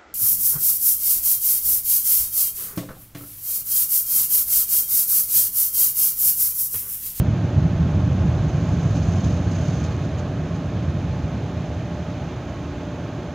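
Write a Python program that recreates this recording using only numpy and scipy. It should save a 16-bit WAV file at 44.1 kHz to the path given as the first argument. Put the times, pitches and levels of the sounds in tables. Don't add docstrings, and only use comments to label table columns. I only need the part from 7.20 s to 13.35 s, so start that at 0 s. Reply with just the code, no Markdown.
import sys
import numpy as np
from scipy import signal
from scipy.fft import rfft, irfft
from scipy.io import wavfile

SR = 44100
rng = np.random.default_rng(int(sys.argv[2]) if len(sys.argv) > 2 else 0)


def put_to_file(sound):
    columns = np.atleast_2d(sound).T
    safe = np.clip(columns, -1, 1)
    whole_steps = np.round(safe * 32767)
    wavfile.write(sys.argv[1], SR, whole_steps.astype(np.int16))


N = 271038
T = np.arange(N) / SR
HZ = np.fft.rfftfreq(N, 1 / SR)


def gain_of(db):
    return 10 ** (np.asarray(db) / 20)


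def evened(x):
    return x / np.sqrt(np.mean(x ** 2) + 1e-20)


def spectrum(points):
    hz, db = np.transpose(points)
    return np.interp(np.log(HZ + 1), np.log(hz + 1), db)


def curve(rows, order=1):
    columns = np.transpose(rows)
    return np.interp(T, columns[0], columns[order])


def coloured(x, db):
    return evened(irfft(rfft(x) * gain_of(db), N))


def noise(db):
    return coloured(rng.standard_normal(N), db)


def eddies(rate_hz):
    low_pass = np.exp(-(HZ / rate_hz) ** 2)
    return evened(irfft(rfft(rng.standard_normal(N)) * low_pass, N))


def steadied(x, seconds):
    smoothing = np.exp(-(HZ * seconds) ** 2 * 2)
    local_power = irfft(rfft(x ** 2) * smoothing, N)
    return x / np.sqrt(np.maximum(local_power, 1e-4))


def buffet(throb_db=1.8, throb_hz=16, shudder_swell_db=2.5, shudder_swell_hz=3):
    # pitch_hz [Hz], level_db [dB per Hz]
    boom_points = [(45, -39.5), (68, -15.5), (80, 3.5), (95, -1), (125, -0.5), (172, -2), (195, -10),
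                   (235, -15.5), (290, -22.5), (400, -34), (700, -35.5), (1500, -81.5)]
    # pitch_hz [Hz], level_db [dB per Hz]
    deep_points = [(20, -30.5), (36, -34), (43, -22.5), (52, -3), (66, 4), (76, -6), (95, -12.5),
                   (200, -80)]
    force_db = jet_force_db()
    boom = noise(spectrum(boom_points) + cabin())
    throbbing = boom * gain_of(throb_db * eddies(throb_hz))
    panels = steadied(throbbing, seconds=0.17) * gain_of(force_db)

    shudder_db = -36 + 0.54 * (force_db + 23.5)
    swell_db = shudder_swell_db * eddies(shudder_swell_hz)
    body = steadied(noise(spectrum(deep_points)), seconds=0.13) * gain_of(shudder_db + swell_db)
    return panels + body


def jet_force_db():
    # time_s [s], level_db [dB]
    slow_force = [(0, -16.5), (.28, -22), (.45, -20), (1.05, -17.5), (1.28, -21), (1.72, -19.5), (2.3, -21),
                  (2.95, -25), (3.45, -26.5), (3.62, -23), (4.2, -26), (5.45, -32.5), (5.93, -31),
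                  (6.15, -34)]
    # middle_s [s], lift_db [dB], length_s [s]
    gusts = [(0.037, -2.5, 0.026), (0.387, 6.5, 0.053), (0.438, 6, 0.034), (0.663, 3.5, 0.068),
             (1.543, 4, 0.069), (1.765, 4, 0.065), (2.056, 5.5, .05), (2.478, 4.5, 0.043), (5.013, 3, .05)]
    gusts_db = sum(db * np.exp(-(2 * (T - s) / length) ** 2) for s, db, length in gusts)
    return curve(slow_force) + gusts_db


def blowers(flutter_db=0.34, flutter_hz=30):
    # pitch_hz [Hz], level_db [dB per Hz]
    roar_points = [(30, -34), (60, -9.5), (110, -4.5), (170, 7), (200, 0.5), (285, 6.5), (440, -3),
                   (540, -3.5), (620, 0.5), (780, -5.5), (950, -11.5), (1250, -13), (1600, -12.5),
                   (2000, -21), (3500, -53)]
    # pitch_hz [Hz], level_db [dB per Hz]
    rush_points = [(600, -27), (1400, -4), (2000, 1), (2400, -0.5), (3300, -1), (4000, -6.5), (4900, -10),
                   (5700, -11.5), (6500, -10), (7300, -17.5), (8200, -31.5), (9500, -34), (15500, -36)]
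    # time_s [s], roar_db [dB], rush_db [dB]
    blower_levels = [(0, -30.5, -47.5), (1.2, -30, -47), (2.7, -30.5, -46.5), (3.1, -32, -48.4),
                     (4.5, -33, -48), (6.15, -33, -49.5)]
    roar = steadied(noise(spectrum(roar_points) + cabin()), seconds=0.25)
    roar = roar * gain_of(curve(blower_levels))
    rush = noise(spectrum(rush_points) + cabin()) * gain_of(curve(blower_levels, order=2))
    return roar + rush * gain_of(flutter_db * eddies(flutter_hz))


def fans(width_hz=9, beat_db=1.0, beat_hz=0.82, loudest_s=1.05, skirt_width_hz=30, skirt_db=-50):
    blade_rate_hz = 593.2

    def tone(width):
        return noise(-20 * np.log10(1 + (2 * (HZ - blade_rate_hz) / width) ** 2))

    beat = beat_db * np.cos(2 * np.pi * beat_hz * (T - loudest_s))
    level_db = -48.5 + 0.38 * T + beat
    hum = steadied(tone(width_hz), seconds=0.15) * gain_of(level_db)
    return hum + gain_of(skirt_db) * tone(skirt_width_hz)


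def spray(drops_per_s=1100, drop_spread_db=3.0, drops_db=0.0, gust_db=2.0, gust_hz=55):
    # pitch_hz [Hz], level_db [dB per Hz]
    hiss_points = [(1200, -30.5), (2800, -8.5), (4100, -9), (4900, -9), (5350, -8.5), (5750, -10.5),
                   (6200, -0.5), (6550, -0.5), (7050, -9), (7350, -14), (8000, -25.5), (9500, -29.5),
                   (15500, -39.5)]
    sizes = gain_of(drop_spread_db * np.minimum(rng.exponential(1, N), 3))
    sizes = sizes * rng.choice([-1, 1], N)
    drops = evened(sizes * (rng.random(N) < drops_per_s / SR))
    force = spray_force()
    wetness = np.sqrt(force / force.max())
    pelting = rng.standard_normal(N) + gain_of(drops_db) * wetness * drops
    sputter = gain_of(gust_db * wetness * eddies(gust_hz))
    hiss = coloured(pelting, spectrum(hiss_points) + cabin())
    return force * steadied(hiss * sputter, seconds=0.075)


def spray_force():
    # arrival_s [s], dwell_s [s], level_db [dB], rise [dB per s]
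    sweeps = [(1.95, .15, -48, 11.5), (2.33, 0.23, -48, 149)]
    fall_db_per_s = 46
    # start_s [s], level_db [dB], length_s [s]
    spatters = [(1.472, -49, 0.027), (1.52, -54, .03), (1.612, -54, .03), (1.753, -47, .035),
                (2.038, -50, 0.028), (2.068, -48, 0.015), (2.295, -52, .04), (2.471, -50, 0.013),
                (2.595, -50, .014), (2.635, -46, 0.033), (2.71, -53, 0.023), (2.817, -54, .06),
                (2.97, -50, 0.038), (3.34, -54, .03)]
    force = gain_of(-58.5 - 0.35 * T)
    for s, dwell, db, rise in sweeps:
        before = np.maximum(s - T, 0)
        after = np.maximum(T - s - dwell, 0)
        sweep = gain_of(db - rise * before - fall_db_per_s * after)
        force = np.hypot(force, sweep)
    for s, db, length in spatters:
        age = np.maximum(T - s, 0) / (length / 2)
        force = np.hypot(force, gain_of(db) * age * np.exp((1 - age ** 2) / 2))
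    return force


def large_drops(per_s=160, level_db=-47, spread_db=2.0):
    # pitch_hz [Hz], level_db [dB per Hz]
    tick_points = [(1500, -23), (3500, -3), (5200, -1), (6500, 13), (8000, -7), (12000, -8), (15500, -9.5)]
    force = spray_force()
    share = force / force.max()
    hits = rng.random(N) < share ** 2 * per_s / SR
    sizes = gain_of(spread_db * np.minimum(rng.exponential(1, N), 3))
    colour = gain_of(spectrum(tick_points))
    return gain_of(level_db) * irfft(rfft(hits * sizes) * colour / colour.mean(), N)


def cabin():
    # pitch_hz [Hz], width_hz [Hz], lift_db [dB]
    resonances = [(104.2, 12, 3), (164, 22, 2.5), (209.5, 21, 3), (247, 17, 1), (285, 16, 3), (324, 10, -4),
                  (354, 36, 3), (470, 76, 1.5), (860, 37, 5), (1081, 52, 6.5), (1250, 34, 3),
                  (1440, 70, 1.5), (1554, 30, -3.5), (2004, 58, -3.5), (2440, 180, 3.5), (3420, 110, -2.5),
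                  (3546, 59, 1.5), (3730, 50, 3.5), (4200, 160, 3), (7140, 110, -6), (7990, 130, 1),
                  (8280, 220, 2.5)]
    return sum(db / (1 + (2 * (HZ - hz) / width) ** 2) for hz, width, db in resonances)


def reflections(x, echo_db=-15.5, t60=0.043, count=120):
    delay = rng.uniform(.002, .04, count)
    taps = np.zeros(N)
    taps[(delay * SR).astype(int)] = rng.choice([-1, 1], count) * gain_of(-60 * delay / t60)
    treble = HZ ** 2 / (HZ ** 2 + 1000 ** 2)
    echoes = gain_of(echo_db) * treble * rfft(taps) / np.linalg.norm(taps)
    return irfft(rfft(x) * (1 + echoes), N)


def scene():
    # pitch_hz [Hz], left_minus_right_db [dB]
    balance = [(60, -1), (500, -1.05), (1200, -1.6), (2000, -2.2), (3100, -3.3), (4000, -6.2), (4900, -8.4),
               (5600, -8.2), (6600, -6), (7400, -3.3), (7800, 0)]
    inside = rfft(reflections(buffet() + blowers() + fans() + spray() + large_drops()))
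    ratio = gain_of(spectrum(balance))
    sides = 2 * np.array([ratio, np.ones_like(ratio)]) / (1 + ratio)
    return irfft(inside * sides, N)


def record(dry):
    edge_hz = 15720
    low_pass = signal.firwin(511, edge_hz, window=("kaiser", 9), fs=SR)
    return signal.oaconvolve(dry, low_pass[None], "same")


dry = scene()
out = record(dry)
put_to_file(out)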